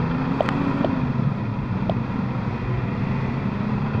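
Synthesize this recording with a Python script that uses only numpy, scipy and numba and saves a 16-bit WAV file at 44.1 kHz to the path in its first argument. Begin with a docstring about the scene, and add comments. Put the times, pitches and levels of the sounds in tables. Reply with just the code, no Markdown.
"""Roadside, on a hand-held phone a few metres from a passing six-cylinder diesel dump truck.
It revs up, drops to low revs after a second, then pulls again. Uneven firings throb in the exhaust
and clatter in the block, over fan and tyre rush and a low rumble; reflections slide as it moves.
Air brushes the microphone; the phone takes a few dull knocks and clicks, and its limiter ducks
after the loudest."""
import sys
import numpy as np
from scipy import signal
from scipy.fft import rfft, irfft
from scipy.io import wavfile
from scipy.ndimage import uniform_filter1d, minimum_filter1d, map_coordinates
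from numba import njit

SR = 44100
rng = np.random.default_rng(int(sys.argv[2]) if len(sys.argv) > 2 else 0)


def generate_wav(signal):
    """Clip the signal to [-1, 1] and save it as 16-bit WAV at the path in sys.argv[1]."""
    frames = np.transpose(np.atleast_2d(signal))
    scaled = np.clip(frames, -1, 1) * 32767
    pcm = np.round(scaled).astype(np.int16)
    wavfile.write(sys.argv[1], SR, pcm)


N = 176400

# engine speed (time [s], firing rate [Hz])
FIRING_RATE = [(0, 80.6), (.15, 84), (.35, 90), (.55, 92.5), (.7, 93), (.85, 94), (1, 84.2), (1.15, 80.5),
               (1.3, 68.6), (1.5, 68), (1.75, 61.5), (2, 62.4), (2.3, 62.7), (2.7, 61), (3, 66),
               (3.3, 66.5), (3.6, 68.5), (4, 71.6)]
# the truck at the microphone (time [s], exhaust pulses [dB], block clatter [dB], rush [dB])
TRUCK_LEVELS = [(0, -33, -36.5, -32), (.45, -30, -33, -31), (.8, -27, -33.5, -32.5), (1.1, -31, -39, -34.5),
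                (1.4, -32.5, -41.5, -35.5), (1.9, -26.5, -39.5, -35.5), (2.3, -28.5, -41, -34),
                (2.8, -31.5, -39, -34.5), (3.2, -29, -41.5, -32.5), (3.6, -28.5, -37.5, -34.5),
                (4, -31, -37, -34.5)]


def undb(db):
    return 10 ** (np.asarray(db) / 20)


def unit(x):
    """Scale to rms 1."""
    return x / np.sqrt(np.mean(x ** 2))


def curve(table):
    """Each column of a time table, sample by sample."""
    rows = np.array(table, float).T
    return [np.interp(np.arange(N) / SR, rows[0], col) for col in rows[1:]]


def colour(x, spectrum):
    """Causal filter with the given spectrum; output rms 1."""
    hz, db = np.array(spectrum, float).T
    freqs = np.maximum(np.fft.rfftfreq(2 * N, 1 / SR), 1)
    cepstrum = irfft(np.log(undb(np.interp(np.log(freqs), np.log(hz), db))))
    cepstrum[1:N] *= 2
    cepstrum[N + 1:] = 0
    return unit(irfft(rfft(x, 2 * N) * np.exp(rfft(cepstrum)))[:N])


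def noise():
    return rng.standard_normal(N)


def drift(rate_hz):
    """Smooth random drift, rms 1."""
    width = max(int(SR / rate_hz), 1)
    return unit(uniform_filter1d(uniform_filter1d(noise(), width), width))


def delayed(x, lag_s):
    """Delay by a lag that may move."""
    return map_coordinates(x, [np.arange(N) - lag_s * SR], order=3, mode="mirror")


def strike(at, modes, rise_s, pitch=1):
    """The ring of a struck object; a softer contact builds up more slowly."""
    age = np.maximum(np.arange(N) / SR - at, 0)
    ring = sum(undb(db - np.minimum(60 * age / t60, 200)) * np.sin(2 * np.pi * hz * pitch * age)
               for hz, db, t60 in modes)
    return ring * (1 - np.exp(-(age / rise_s) ** 2))


def sliding_reflections(x):
    """Add bounces off road and body, whose paths change as the truck moves; output rms 1."""
    # (lag [s], change of lag [s/s], level [dB])
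    paths = [(.0022, .0007, -14.5), (.0085, -.0009, -14)]
    t = np.arange(N) / SR
    return unit(x + sum(undb(db) * delayed(x, lag + slide * t) for lag, slide, db in paths))


def scattered(x, echo_db=-0.5, t60_s=0.17):
    """Add dense short echoes off the dump body and the road."""
    age = np.arange(SR // 2) / SR
    tail = rng.standard_normal(len(age)) * np.exp(-np.log(1000) * age / t60_s)
    return x + undb(echo_db) * signal.fftconvolve(x, tail / np.linalg.norm(tail))[:N]


def wind(level_db=-50.5, gust_db=6):
    """Air brushes the microphone in gusts."""
    # (frequency [Hz], density [dB])
    spectrum = [(20, -27.5), (45, 15), (70, 16), (150, -40.5), (500, -100)]
    return colour(noise(), spectrum) * undb(level_db + gust_db * drift(14.6))


def rumble(level_db=-31.5, waver_db=0.98):
    """Road and truck body rumble low."""
    # (frequency [Hz], density [dB])
    spectrum = [(18, -35), (32, -22), (48, 0), (70, 16.5), (105, 23), (135, 22.5), (200, 21), (260, 4.5),
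                (330, -5), (600, -47)]
    return colour(noise(), spectrum) * undb(level_db + waver_db * drift(28))


def buffets():
    """Brief low swells of the rumble, unsteady in pitch."""
    # (time [s], half-width [s], frequency [Hz], level [dB])
    swells = [(0.856, 0.0039, 301, -21.5), (1.267, 0.021, 150, -17.5), (1.845, 0.013, 199.5, -21.5),
              (2.649, 0.025, 51.13, -31), (2.776, 0.028, 48.26, -33), (2.942, 0.016, 173.9, -24.5),
              (3.958, 0.0099, 110, -20)]
    t = np.arange(N) / SR
    sound = np.zeros(N)
    for at, width, hz, db in swells:
        envelope = undb(db) * np.exp(-((t - at) / width) ** 2)
        cycles = np.cumsum(hz * (1 + 0.13 * drift(72.2))) / SR
        sound += np.sqrt(2) * envelope * np.sin(2 * np.pi * cycles)
    return sound


def rush(waver_db=0.7):
    """Fan and tyres make a broad rush."""
    # (frequency [Hz], density [dB])
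    spectrum = [(200, 0.5), (380, 1), (600, -4), (1000, -2.5), (1600, -13.5), (2500, -14.5), (2950, -30),
                (3400, -22), (5000, -30), (6500, -40.5), (7800, -52.5), (8700, -53.5), (10500, -68),
                (15000, -65)]
    level_db = curve(TRUCK_LEVELS)[2]
    return sliding_reflections(colour(noise(), spectrum)) * undb(level_db + waver_db * drift(9.2))


def finger_rub(level_db=-64.5, flicker_db=1.5):
    """A finger slides faintly over the phone."""
    # (frequency [Hz], density [dB])
    spectrum = [(1500, -10), (4000, 3.5), (7000, -3), (10000, -16), (15000, -18.5)]
    touch = curve([(0.25, 0), (0.35, 1), (0.79, 1), (0.89, 0)])[0]  # (time [s], gain)
    return colour(noise(), spectrum) * undb(level_db + flicker_db * drift(200)) * touch


def case_clicks():
    """Sharp finger contacts snap on the phone and ring its case."""
    # (time [s], ring [dB], snap [dB])
    clicks = [(0.4297, -32, -33), (.4395, -32, -35.5), (0.4612, -26, -37), (0.4891, -8, -17.5),
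              (0.526, -39, -43)]
    # (frequency [Hz], level [dB], t60 [s])
    case_modes = [(900, -13, 0.005), (1210, -7.5, 0.013), (1490, 5.5, 0.0039), (1900, -3, 0.006),
                  (2980, -9.5, 0.013)]
    # (frequency [Hz], density [dB])
    snap_spectrum = [(1000, -8.5), (3500, 14), (6000, -11.5), (8500, -4), (13000, -27)]
    snap = colour(signal.unit_impulse(N), snap_spectrum)
    snap /= np.abs(snap).max()
    return sum(undb(ring_db) * strike(at, case_modes, rise_s=0.0001)
               + undb(snap_db) * np.roll(snap, int(at * SR)) for at, ring_db, snap_db in clicks)


def finger_knocks(rise_s=0.0019):
    """Fingers knock dully on the phone; a bright edge comes as the contact firms up."""
    # (time [s], thud [dB], pitch [ratio], edge [dB])
    knocks = [(0.4056, 5.5, 1, -17), (0.845, 2, 0.99, -17.5), (1.8949, 1, 1.03, -16)]
    # both (frequency [Hz], level [dB], t60 [s])
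    thud_modes = [(388, -27, 0.009), (622, 1, 0.016), (676, -10, 0.005), (1350, -16, 0.0044)]
    edge_modes = [(3180, 3, 0.0045), (4800, -11, 0.003), (7650, -22, .0025)]
    return sum(undb(thud_db) * strike(at, thud_modes, rise_s, pitch)
               + undb(edge_db) * strike(at + rise_s, edge_modes, rise_s=0.0004, pitch=pitch)
               for at, thud_db, pitch, edge_db in knocks)


def injector_rattle(bursts):
    """The injectors rattle high up, louder at each firing."""
    # (time [s], level [dB])
    levels = [(0, -57.5), (.6, -55.5), (1.2, -60), (2.2, -51), (2.8, -46), (3.2, -42), (3.6, -50),
              (4, -51.5)]
    # (frequency [Hz], density [dB])
    spectrum = [(1000, -25.5), (1600, -11), (1950, 7), (2250, -3.5), (2500, 0.5), (2750, -2.5), (2950, -17),
                (3400, -17.5), (6000, -35.5), (12000, -64)]
    rattle = colour((bursts + 0.72) * noise(), spectrum)
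    return sliding_reflections(rattle) * undb(curve(levels)[0])


def block_clatter(bursts, ring_db=-3, waver_s=0.002015):
    """Combustion clatters in the block and sets it ringing; the bonnet muffles the ring."""
    # both (frequency [Hz], gain [dB])
    spectrum = [(150, -3.5), (350, -2.5), (500, 0.5), (600, -8), (800, -7), (970, 2.5), (1130, -4),
                (1340, 0.5), (1590, -11), (1900, -8), (2270, -20), (2480, -13.5), (2720, -10.5),
                (2960, -57), (3250, -14.5), (3900, -30), (4600, -23), (6200, -60), (8000, -59),
                (11000, -73), (15000, -89)]
    bonnet = [(3200, -4.5), (6000, -28), (12000, -65)]
    # (frequency [Hz], level [dB], t60 [s])
    block_modes = [(511, 1.5, 0.12), (959, -1, 0.19), (978.6, -1, 0.14), (1040, -2.5, 0.25),
                   (1258, -1.5, 0.067), (1360, 5.5, 0.029), (1838, -8, 0.15), (1930, -23, 0.088),
                   (2435, -3.5, 0.1), (2492, -6, 0.13), (3080, -12.5, 0.082)]
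    combustion = (bursts + 0.33) * noise()
    clatter = sliding_reflections(colour(combustion, spectrum))
    ring = signal.fftconvolve(bursts * noise(), strike(0, block_modes, rise_s=1 / SR))[:N]
    ring = delayed(ring, waver_s * drift(2.996))
    return (clatter + undb(ring_db) * colour(ring, bonnet)) * undb(curve(TRUCK_LEVELS)[1])


def exhaust_drone(firings, low_revs_hz=63.3, waver_db=2):
    """The exhaust drones at multiples of the firing rate, steadier in phase as the revs rise."""
    # tones at these multiples (time [s], 5/3x [dB], 2x [dB], 3x [dB], 6x [dB])
    levels = [(0, -31.5, -26.5, -25, -54), (.35, -33.5, -34, -26.5, -59), (.45, -55, -39, -40.5, -48),
              (.56, -33, -46.5, -28.5, -47), (.8, -34, -39, -30, -40.5), (1.1, -28, -31, -26.5, -48.5),
              (1.35, -35.5, -32.5, -32.5, -56), (1.9, -34.5, -36, -31.5, -58),
              (2.3, -47, -29.5, -34.5, -61), (2.55, -36, -38.5, -37.5, -42), (2.78, -39, -27, -39.5, -38.5),
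              (3.02, -33.5, -36, -37.5, -47), (3.3, -38, -25.5, -42.5, -45), (3.6, -39.5, -33, -29.5, -52),
              (4, -34.5, -30, -29.5, -54)]
    wander = 0.092 * (low_revs_hz / curve(FIRING_RATE)[0]) ** 3
    drone = np.zeros(N)
    for multiple, db in zip((5 / 3, 2, 3, 6), curve(levels)):
        cycles = multiple * firings + rng.random() + wander * np.sqrt(multiple / 2) * drift(30)
        drone += np.sqrt(2) * np.sin(2 * np.pi * cycles) * undb(db + waver_db * drift(14))
    return drone


def exhaust_pulses(times, sizes):
    """Each firing sends a pressure pulse out of the exhaust."""
    # (frequency [Hz], gain [dB])
    spectrum = [(20, -44.5), (40, -19.5), (75, -17), (105, -9.5), (130, -1), (170, -1), (215, 0.5),
                (280, -8), (340, -15.5), (500, -24.5), (800, -35.5), (2000, -52), (12000, -120)]
    pulses = np.bincount(np.clip(times * SR, 0, N - 1).astype(int), sizes, N)
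    return colour(scattered(pulses - pulses.mean()), spectrum) * undb(curve(TRUCK_LEVELS)[0])


def throb(rate_hz=22, depth_db=2.2):
    """Gain of the exhaust, which comes in uneven lumps."""
    band = signal.butter(2, [rate_hz / 1.5, rate_hz * 1.5], "band", fs=SR, output="sos")
    return unit(undb(depth_db * unit(signal.sosfilt(band, noise()))))


def engine(jitter_s=0.00069, pulse_spread_db=2.5, clatter_spread_db=2.2):
    """Six unequal cylinders fire in turn, driving exhaust, block and injectors."""
    # per cylinder: exhaust pulse [dB], its lag [firing periods], clatter [dB]
    pulse_db = (1.5, 1, -0.5, 2.5, 0.5, -0.5)
    pulse_lag = (-0.015, 0.13, -0.064, 0.13, -0.1, 0.068)
    clatter_db = (-5, -12, -6, -4.5, -8, -9)
    t = np.arange(N) / SR
    firings = np.cumsum(curve(FIRING_RATE)[0] * (1 + 0.002967 * drift(12))) / SR  # running count
    current = firings.astype(int)
    number = np.arange(current[-1] + 1)
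    cylinder = number % 6
    time_draw, pulse_draw, clatter_draw = rng.standard_normal((N // 100, 3))[number].T
    times = np.interp(number + np.array(pulse_lag)[cylinder], firings, t) + jitter_s * time_draw
    pulse_sizes = undb(np.array(pulse_db)[cylinder] + pulse_spread_db * pulse_draw)
    burst_sizes = undb(np.array(clatter_db)[cylinder] + clatter_spread_db * clatter_draw)
    bursts = np.exp(-(firings % 1)) * burst_sizes[current]  # each falls to 1/e by the next firing
    pulses = exhaust_pulses(times, pulse_sizes)
    clatter = block_clatter(bursts)
    drone = exhaust_drone(firings)
    return clatter + injector_rattle(bursts) + (pulses + drone) * throb()


def scene():
    """The truck, with wind and handling noise right at the microphone, in mono."""
    roadside = engine() + rush() + wind() + rumble() + buffets()
    handling = finger_knocks() + case_clicks() + finger_rub()
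    return (roadside + handling)[None]


@njit
def peak_hold(x, fall):
    """Jump to each peak and sink back."""
    peaks, held = np.empty(len(x)), 0.
    for i in range(len(x)):
        held = max(x[i], held * fall)
        peaks[i] = held
    return peaks


def record(dry):
    """The phone's limiter ducks after the loudest peaks; the top treble is cut."""
    limit_db, release_s, lookahead_s, top_hz = -2, 0.13, 0.0016, 15300
    peak = peak_hold(np.abs(dry[0]), np.exp(-1 / (release_s * SR)))
    gain = 1 / np.maximum(peak / undb(limit_db), 1)
    ahead = int(lookahead_s * SR)
    gain = uniform_filter1d(minimum_filter1d(gain, 2 * ahead), ahead)
    return signal.sosfilt(signal.ellip(8, .2, 70, top_hz, fs=SR, output="sos"), dry * gain)


dry = scene()
out = record(dry)
generate_wav(out)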